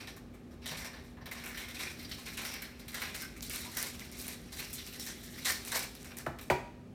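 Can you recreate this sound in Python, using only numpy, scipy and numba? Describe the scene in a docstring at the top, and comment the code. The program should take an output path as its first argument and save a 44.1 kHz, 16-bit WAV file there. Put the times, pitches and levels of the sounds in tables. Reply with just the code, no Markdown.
"""In a small room, close to a phone, a wax crayon rubs paper on a hard table in short, quick strokes.
Friction over the fibres is a train of random impulses: it makes the sheet rasp and hiss and drives
the table into a drone. Now and then the tip sticks and slips with a squeak, or wax tears with a tick.
Near the end two knocks excite the table's modes, and after the second a hollow object rings on.
The room reverberates over a steady rumble and the hum of an appliance."""
import sys
import numpy as np
from scipy import signal
from scipy.fft import rfft, irfft
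from scipy.io import wavfile
from scipy.ndimage import uniform_filter1d
from numba import njit

SR = 44100
rng = np.random.default_rng(int(sys.argv[2]) if len(sys.argv) > 2 else 0)


def inscribe(sig):
    """Save sig as 16-bit PCM at rate SR to the path in sys.argv[1].

    A 1-D sig is mono; a 2-D sig holds one channel per row.
    Samples are clipped to [-1, 1] before scaling.
    """
    pcm = np.round(np.clip(np.atleast_2d(sig).T, -1, 1) * 32767)
    wavfile.write(sys.argv[1], SR, pcm.astype(np.int16))


N = 306054

# Spectral shapes: f/Hz, relative spectral level/dB
AIR_SPECTRUM = [(26, -46.5), (45, 4), (81, -2.5), (187, -4), (251, -4.5), (346, -9), (411, -11.5),
                (760, -20.5), (880, -21), (948, -34), (1020, -27), (1210, -23), (1370, -27.5), (2350, -31),
                (16000, -49.5)]  # rumble and hiss of the room
RATTLE_SPECTRUM = [(250, -28.5), (500, 3), (1000, 8), (1500, -7), (2300, -9), (3000, -10.5), (6000, -17.5),
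                   (15500, -24)]  # noise of a knock
TONE_SPECTRUM = [(760, -24), (1300, -3.5), (2160, -1.5), (2470, -3.5), (2780, -5.5), (3200, -11),
                 (4160, -10.5), (7040, -120)]  # rubbed table, midrange
DRONE_SPECTRUM = [(210, -25.5), (350, 1), (553, 4.5), (927, 3.5), (1040, 7.5), (1120, 3.5), (1400, -5),
                  (1820, 8), (3080, -120)]  # rubbed table, lower range
RASP_SPECTRUM = [(1760, -34.5), (3000, -1.5), (3860, 1.5), (4750, -2.5), (5830, 1.5), (6200, -13.5),
                 (8060, -46), (13600, -120)]  # sheet, low treble
HISS_SPECTRUM = [(3650, -23.5), (6200, 3.5), (6430, 1.5), (8320, 2.5), (9320, 2.5), (10000, -2),
                 (13000, -4), (22000, -120)]  # sheet, high treble
CRISP_SPECTRUM = [(5880, -59), (10000, -8), (11500, -1.5), (13800, 2.5), (15200, 0.5), (15700, -16),
                  (16000, -3.5)]  # sheet, crisp top
# Partials of the appliance: f/Hz, frequency wander/Hz, level/dB
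HUM_PARTIALS = [(77.9, 6.16, -63), (241.1, 2.98, -56.5), (394.6, 5.95, -66.5)]
# Reverberation time by band: f/Hz, T60/s
ROOM_DECAY = [(250, 0.33), (1000, 0.44), (4000, 0.52), (12000, 0.31)]
# Modes of the hollow object: f/Hz, level/dB, T60/s
VESSEL_MODES = [(951.5, -36.5, .55), (959, -37.5, .5)]
# Modes of the table top: f/Hz, relative level/dB in the first knock, the same in the second, T60/s
TABLE_MODES = [(75.5, -7, -12, 0.18), (134.6, -8, -11, 0.22), (215, -9, -6.5, 0.067), (252, -7, -8, 0.08),
               (345, -1, -16, 0.091), (374, -22, -8.5, 0.18), (405, -4, 2.5, 0.033), (635, 2.5, -5, 0.039),
               (677, -4.5, -2, 0.093), (1310, 2.5, -10, 0.043), (1484, -3, -7.5, 0.088),
               (1760, -3.5, -21, 0.087), (1856, 4, 8, 0.02), (2210, -30, -30, .08)]
# Knocks: t/s, relative level/dB, contact time/s, rattle gain/dB, crack gain/dB, wave delay at 100 Hz/s
KNOCKS = [(6.263, -20.5, 0.00023, -8, 2, 0.0097), (6.5, -11.5, 0.00032, -4, 9.5, 0.0102)]
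# Soft bumps of the hand on the table: t/s, level/dB, f/Hz, T60/s
HAND_BUMPS = [(.71, -33, 157, 0.11)]
# Spells of regular stick-slip: centre t/s, relative level/dB, f/Hz, nominal duration/s
SQUEAKS = [(0.083, -45, 1725, 0.016), (0.822, -43.5, 1960, 0.023), (0.854, -48, 2000, 0.022),
           (1.32, -40.5, 2097, 0.017), (1.622, -48, 2140, 0.055), (1.773, -40, 2430, 0.011),
           (1.836, -46, 2500, 0.025), (1.876, -42, 2420, 0.022), (2.052, -44, 4500, 0.01),
           (2.118, -45, 4200, 0.008), (2.192, -51.5, 1000, 0.014), (2.396, -46, 2330, 0.022),
           (3.238, -45, 1560, 0.033), (3.51, -42, 2255, 0.014), (3.617, -48, 3840, 0.029),
           (3.669, -49.5, 964, 0.052), (3.783, -41, 1964, 0.038), (4.02, -45.5, 2200, 0.02),
           (4.145, -53, 2250, 0.03), (4.79, -44, 3700, 0.02), (5.01, -42.5, 5450, 0.034),
           (5.093, -46.5, 5900, 0.051), (5.725, -44, 2120, 0.028)]
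# Tears of wax: t/s, peak level/dB, f/Hz
WAX_TICKS = [(0.6595, -37, 4700), (2.373, -26, 9800), (2.62, -28, 10100), (2.8836, -30, 11000),
             (2.9188, -33, 10300), (3.0253, -33, 11400), (3.1454, -28, 6000), (3.1553, -31, 9500),
             (3.1627, -26, 10100), (3.2132, -26.5, 8000), (3.226, -30, 7100), (3.408, -27, 5500),
             (3.4286, -23.5, 7000), (3.4976, -20, 10700), (3.531, -25, 10300), (3.5602, -18, 11500),
             (3.618, -34, 9100), (3.6583, -34, 6960), (3.828, -12.5, 11200), (3.9957, -28.5, 6000),
             (4.1164, -32, 10400), (4.19, -28, 11900), (4.216, -24, 11000), (4.2684, -27, 9700),
             (4.2818, -19, 11500), (4.7304, -25, 11400), (4.866, -28, 7900), (4.998, -25, 6330),
             (5.0745, -31, 7000), (5.459, -31, 7000), (5.5183, -20, 12900), (5.524, -25, 5460),
             (5.6508, -24, 9200), (5.6836, -27, 8850), (5.7204, -17, 8560), (5.7796, -30, 8400),
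             (5.7934, -18, 10500), (5.952, -31, 10600), (6.0301, -33, 8100), (6.17, -26, 9700),
             (6.389, -37, 7800), (6.3955, -37, 5600)]
# Light drag of the tip: t/s, tone drive level/dB, sheet gain/dB, drone gain/dB (also acts on strokes)
DRAG = [(0.0, -52.5, -11, -6), (0.22, -76, -4, 4.5), (0.6, -75.5, -5, -3.5), (0.9, -58.5, -8, -2),
        (1.12, -72, 3.5, 1), (1.24, -81, -18, 6), (1.4, -56.5, -2.5, -6.5), (2.2, -60, 0, -10),
        (2.45, -52.5, -2, -5.5), (2.8, -62.5, -6.5, -9), (3.1, -54, -2, -5), (3.4, -64, -4.5, -15.5),
        (3.7, -58.5, 3.5, -6), (4.4, -63.5, -0.5, -5), (4.8, -60, 4, -10), (5.38, -61, 4, -13),
        (5.65, -58.5, 3.5, -3), (6.0, -66, 4.5, -5), (6.2, -60, -7, -4), (6.3, -110, 9, 0)]
# Strokes: t/s, duration/s, tone drive level/dB, rasp gain/dB, hiss gain/dB, catch gain/dB
STROKES = [(0.003, 0.03, -57.5, 4, -7, -4), (0.072, 0.032, -56.5, 6, -5.5, 8),
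           (0.163, 0.017, -62.5, -2, -1.5, 5), (0.338, 0.012, -62.5, -4, -4, -7),
           (0.508, 0.028, -70, 0, -3.5, 0), (0.617, 0.036, -56, 2, -12, -13),
           (0.6575, 0.052, -48, 7, -2, 0.5), (0.708, 0.052, -47.5, -1, -8, -5),
           (0.768, 0.064, -52, 5, 0.5, -7), (0.844, 0.034, -51, 1.5, -4.5, -2),
           (0.931, 0.068, -59, -3, -27, 1), (1.168, 0.021, -61, -19, -23, -3),
           (1.209, 0.021, -61, -0.5, -18, -1), (1.257, 0.036, -54, 1, -9, 5.5),
           (1.312, 0.024, -51.5, 0, -2, 5), (1.349, 0.065, -53, -2.5, -9.5, -7),
           (1.437, 0.014, -50.5, -8, -6, 2), (1.4576, 0.066, -53.5, -13, -8, 2),
           (1.544, 0.011, -53, 0, -13, 7), (1.572, 0.077, -49.5, -2, -7, 5),
           (1.6824, 0.03, -52, -0.5, -9, 4), (1.743, 0.11, -54, 3, -3.5, -2),
           (1.7917, 0.11, -44, -2, -6.5, 0), (1.993, 0.019, -67.5, 7, -5, 10),
           (2.026, 0.014, -67, -4, -3, 0), (2.046, 0.0082, -62.5, 12, -6, 2), (2.091, 0.014, -71, 11, 9, 0),
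           (2.113, 0.0091, -55, 13, -6, 5), (2.134, 0.03, -63, -1, -4, -6), (2.181, 0.027, -57, 4, 0, -3),
           (2.256, 0.035, -46, -0.5, -5.5, -22), (2.33, 0.016, -61, 4, 3, -5),
           (2.3745, 0.062, -45.5, -1, -5.5, 0.5), (2.449, 0.081, -51.5, 5, -2, 8),
           (2.537, 0.03, -52.5, 3, -11, 4), (2.62, 0.04, -56, 2.5, -5.5, 12),
           (2.793, 0.019, -61.5, 7, -2, -1), (2.88, 0.017, -58.5, 6, -1, 11), (2.919, 0.019, -70, 6, 8, 2),
           (2.942, 0.069, -49, 1, -3.5, 8), (3.017, 0.071, -45, -4.5, -10.5, 8.5),
           (3.1464, 0.042, -52.5, 0.5, -0.5, 7.5), (3.196, 0.049, -58, 6, -1, -6),
           (3.218, 0.04, -56.5, -4, -3, 9), (3.363, 0.018, -58.5, -10, -1, 0),
           (3.422, 0.054, -61.5, 13.5, 10.5, 4), (3.5, 0.053, -47, 0.5, 0, -1),
           (3.533, 0.065, -49, 0.5, 1, 0), (3.607, 0.061, -54.5, 1, 0, 1), (3.7135, 0.055, -60, 1, 2.5, -1),
           (3.7676, 0.038, -45, 2, 2, 2.5), (3.811, 0.089, -49, 1.5, 0, -7),
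           (3.943, 0.015, -60.5, 4, -4, 2), (3.99, 0.07, -58.5, -1, -1, -1), (4.12, 0.035, -66, 2, 6, 0),
           (4.167, 0.02, -66.5, 8, 12, -3), (4.191, 0.02, -61.5, 12, 11, -2),
           (4.217, 0.049, -59.5, 3, 4, 1), (4.243, 0.026, -59, -7, -7, 0), (4.277, 0.066, -53, 2, 2.5, -4),
           (4.47, 0.016, -69, -4, -12, -4), (4.5205, 0.031, -59, 5.5, 1.5, 5), (4.564, 0.031, -57, 3, 6, 0),
           (4.59, 0.062, -47, -1, -4.5, -2), (4.697, 0.025, -64, 1, -2, -1),
           (4.729, 0.033, -64, 6, 16.5, 1), (4.781, 0.039, -61.5, 11, -10, 8), (4.86, 0.053, -72, 1, -2, 7),
           (4.925, 0.035, -57, 3, -5, 1), (4.995, 0.058, -63, 8, 10.5, 4), (5.063, 0.06, -49, 0, -3, 1),
           (5.2315, 0.042, -60.5, 3, 4.5, 2), (5.304, 0.015, -74, 1, 15, -7),
           (5.355, 0.02, -59, -11, -9, -5), (5.376, 0.056, -57.5, 0, -8, 1),
           (5.446, 0.06, -34.5, 1, -1, -19), (5.518, 0.049, -52.5, 6, 2, 8), (5.654, 0.02, -70, -2, 14, 5),
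           (5.673, 0.03, -52, 1, 2, -3), (5.7156, 0.046, -42, 0, -0.5, -4.5),
           (5.744, 0.098, -41.5, 0, -3.5, -14), (5.95, 0.024, -74.5, 10, 4, 12), (6, 0.016, -80, 7, 5, -2),
           (6.044, 0.031, -54.5, -4, -2, 2), (6.103, 0.014, -52, -10, -18, -8),
           (6.167, 0.018, -54, -2, 3.5, -4), (6.181, 0.046, -57.5, -2, -3, 0),
           (6.3854, 0.014, -54, -5.5, -12, 12), (6.41, 0.07, -64.5, 4, 4, 5)]


def undb(db):
    """Amplitude ratio of a level in decibels."""
    return 10 ** (np.asarray(db) / 20)


def at_level(x, db):
    """Normalisation to an rms level in decibels."""
    return x * undb(db) / np.sqrt(np.mean(x ** 2))


def colour(x, spectrum, size=2048):
    """Minimum-phase filtering: the folded cepstrum of a spectrum gives a causal, unit-energy response."""
    hz, db = np.transpose(spectrum)
    grid_hz = np.maximum(np.arange(size // 2 + 1) * SR / size, 1)
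    cepstrum = irfft(np.interp(np.log(grid_hz), np.log(hz), db) * np.log(10) / 20)
    cepstrum[1:size // 2] *= 2
    cepstrum[size // 2 + 1:] = 0
    response = irfft(np.exp(rfft(cepstrum)))
    return signal.fftconvolve(x, response / np.sqrt(np.sum(response ** 2)))[:len(x)]


def wander(rate_hz):
    """Random modulation: Gaussian values joined by straight ramps, with a spread near 1."""
    hold = int(SR / rate_hz)
    steps = np.repeat(rng.standard_normal(N // hold + 1), hold)
    return uniform_filter1d(steps, hold)[:N]


def decay(at, t60, rise_s):
    """Exponential damping: an envelope that rises at the given time and dies away."""
    t = np.maximum(np.arange(N) / SR - at, 0)
    return (1 - np.exp(-t / rise_s)) * np.exp(-t * np.log(1000) / max(t60, .003))


@njit
def resonator(x, hz, q):
    """Second-order resonance: a band-pass with unit gain at its moving centre frequency."""
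    out = np.empty(len(x))
    band_state, low_state, damping = 0., 0., 1 / q
    for i in range(len(x)):
        g = np.tan(np.pi * hz[i] / SR)
        band = (band_state + g * (x[i] - low_state)) / (1 + g * (g + damping))
        band_state = 2 * band - band_state
        low_state += 2 * g * band
        out[i] = damping * band
    return out


def background():
    """Superposition of the room's broadband noise and the wavering partials of an appliance."""
    air = colour(rng.standard_normal(N), AIR_SPECTRUM, size=16384)
    out = at_level(air, db=-51) * undb(wander(2.82))
    for hz, wander_hz, db in HUM_PARTIALS:
        phase = 2 * np.pi * np.cumsum(hz + wander_hz * wander(6)) / SR
        out += undb(db + 0.9 * wander(5.9)) * np.sqrt(2) * np.sin(phase)
    return out


def reverberation(x):
    """A diffuse field decays exponentially, each band at its own rate."""
    t, tail = np.arange(SR // 2) / SR, 0
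    for hz, t60 in ROOM_DECAY:
        band = signal.butter(1, [hz / 2, min(hz * 2, SR / 2.2)], "bandpass", fs=SR, output="sos")
        tail += signal.sosfilt(band, rng.standard_normal(len(t))) * np.exp(-t * np.log(1000) / t60)
    tail *= 1 - np.exp(-(t / 0.0009) ** 2)
    return signal.fftconvolve(x, tail / np.sqrt(np.sum(tail ** 2)))[:N]


def vessel():
    """Beating: two close modes of a hollow object build up after the last knock and outlast the table."""
    onset = KNOCKS[-1][0] + .004
    t = np.arange(N) / SR - onset - .035  # the modes are in phase 35 ms after the onset
    return sum(undb(db) * decay(onset, t60, rise_s=.006) * np.sin(2 * np.pi * hz * t)
               for hz, db, t60 in VESSEL_MODES)


def knocks():
    """Impact excites a crack, a rattle and the table's modes; dispersive bending waves delay the lows."""
    out, t = np.zeros(N), np.arange(N) / SR
    for k, (at, db, contact_s, rattle_db, crack_db, delay_s) in enumerate(KNOCKS):
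        crack = undb(crack_db) * decay(at, t60=0.0084, rise_s=0.0005)
        ring = crack * np.sin(2 * np.pi * 2250 * (t - at))
        for hz, *mode_db, t60 in TABLE_MODES:
            contact_gain = 1 / (1 + (2 * hz * contact_s) ** 2)  # longer contact weakens high modes
            arrival = at + delay_s * np.sqrt(100 / hz)
            envelope = undb(mode_db[k]) * contact_gain * decay(arrival, t60, rise_s=0.53 / hz)
            ring += envelope * np.sin(2 * np.pi * hz * (t - arrival))
        burst = rng.standard_normal(N) * decay(at, t60=0.13, rise_s=0.00047)
        out += undb(db - 9.5) * (ring + undb(rattle_db) * colour(burst, RATTLE_SPECTRUM))
    return out


def hand_bumps():
    """A soft impact of the hand sets the table into a low, damped vibration."""
    t = np.arange(N) / SR
    return sum(undb(db) * decay(at, t60, rise_s=0.011) * np.sin(2 * np.pi * hz * t)
               for at, db, hz, t60 in HAND_BUMPS)


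def squeaks():
    """Stick-slip oscillation of the tip gives short, rough, wavering tones that swell and fade."""
    out, waver = np.zeros(N), wander(400)
    roughness = undb(5 * wander(900) - 2)
    for at, db, hz, duration in SQUEAKS:
        n = int(1.8 * duration * SR)
        start = int(at * SR) - n // 2
        phase = 2 * np.pi * np.cumsum(hz * (1 + .06 * waver[start:start + n])) / SR
        out[start:start + n] += undb(db) * np.hanning(n) * np.sin(phase)
    return out * roughness


def wax_ticks():
    """Tearing wax emits a damped transient, repeated weaker as it echoes off the table within 1 ms."""
    out, t = np.zeros(N), np.arange(96) / SR
    damping_per_s = 7360
    for at, db, hz in WAX_TICKS:
        tear = np.exp(-damping_per_s * t) * np.sin(2 * np.pi * hz * t)
        lags = (6 + 30 * rng.random(3)).astype(int)
        tick = tear + sum(0.21 * (-1) ** k * np.roll(tear, lag) for k, lag in enumerate(lags))
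        out[int(at * SR):][:len(t)] += undb(db) * tick / np.abs(tick).max()
    return out


def fibre_snaps(per_s, scatter_db):
    """Shot noise of unit rms: fibres snap at random moments, a few much harder than the rest."""
    strength = undb(scatter_db * rng.exponential(size=N)) * rng.standard_normal(N)
    return at_level(strength * (rng.random(N) < per_s / SR), db=0)


def paper_span(x, hz, q, band_db):
    """Resonance of the free paper around the tip lifts one band, which moves with the hand."""
    return x + undb(band_db) * resonator(x, hz, q)


def friction_envelopes():
    """Friction drives five bands: a light drag, plus strokes that catch, sag and let go."""
    t, stroke_t = np.arange(N) / SR, np.arange(SR // 3) / SR
    sag_db_per_s, release_t60 = -72, 0.1
    times, *columns = np.transpose(DRAG)
    drag_db, sheet_db, drone_db = (np.interp(t, times, column) for column in columns)
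    tone, drone = undb(drag_db), undb(drag_db - 1.5)
    rasp, hiss, crisp = (undb(drag_db + sheet_db + offset_db) for offset_db in (0.1, -5, -8))
    catch_shape = decay(0, t60=0.057, rise_s=0.0005)[:len(stroke_t)]
    for at, duration, db, rasp_db, hiss_db, catch_db in STROKES:
        attack_s = 0.0042 * undb(-0.3 * catch_db)  # a gentler catch swells more slowly
        release_db = -60 * np.maximum(stroke_t - duration, 0) / release_t60
        rub = (1 - np.exp(-stroke_t / attack_s)) * undb(db + sag_db_per_s * stroke_t + release_db)
        catch = undb(db + catch_db) * catch_shape
        span = slice(int(at * SR), int(at * SR) + len(stroke_t))
        tone[span] += rub + undb(-0.5) * catch
        rasp[span] += undb(rasp_db) * (rub + undb(-5) * catch)
        hiss[span] += undb(hiss_db) * (rub + undb(-6.5) * catch)
        crisp[span] += undb(hiss_db - 4.5) * (rub + undb(7.5) * catch)
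        drone[span] += rub
    return np.array([tone, rasp, hiss, crisp, drone * undb(drone_db)])


def crayon_rubbing():
    """Source and filter: grinding excites the sheet's rasp and hiss and the table's tone and drone."""
    uneven = undb(1.1 * wander(45) + wander(160))  # the hand trembles, the paper's tooth varies
    tone_drive, rasp_drive, hiss_drive, crisp_drive, drone_drive = friction_envelopes() * uneven
    grains = fibre_snaps(per_s=12000, scatter_db=2.1)
    grains += undb(-17) * fibre_snaps(per_s=150, scatter_db=0.6)  # sparse crackle of wax
    crisp_flicker, hiss_flicker = undb(2.8 * wander(70)), undb(1.04 * wander(70))
    hiss = colour(hiss_drive * hiss_flicker * grains, HISS_SPECTRUM)
    crisp = colour(crisp_drive * crisp_flicker * grains, CRISP_SPECTRUM)
    rasp = colour(rasp_drive * fibre_snaps(per_s=12000, scatter_db=0.3), RASP_SPECTRUM)
    rasp = paper_span(rasp, hz=4390 * (1 + 0.2 * wander(30)), q=5.0, band_db=1.2)
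    tone = colour(tone_drive * fibre_snaps(per_s=6000, scatter_db=1.0), TONE_SPECTRUM)
    tone = paper_span(tone, hz=2226 * (1 + 0.17 * wander(20)), q=4.86, band_db=2.9)
    drone = colour(drone_drive * fibre_snaps(per_s=3000, scatter_db=0.95), DRONE_SPECTRUM)
    return hiss + crisp + undb(-5) * (rasp + tone) + drone


def scene():
    """Superposition of the direct sound, the reverberation of crayon and impacts, and the background."""
    crayon = crayon_rubbing() + wax_ticks() + squeaks()
    impacts = knocks() + hand_bumps()
    diffuse = reverberation(undb(-8) * crayon + undb(-6) * impacts)
    return (crayon + impacts + vessel() + diffuse + background())[None]


def record(dry):
    """Band limiting: the phone passes 42 Hz to 16 kHz."""
    bass_cut = signal.butter(3, 42, "highpass", fs=SR, output="sos")
    treble_cut = signal.ellip(10, .3, 70, 16000, fs=SR, output="sos")
    return signal.sosfilt(treble_cut, signal.sosfilt(bass_cut, dry))


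dry = scene()
out = record(dry)
inscribe(out)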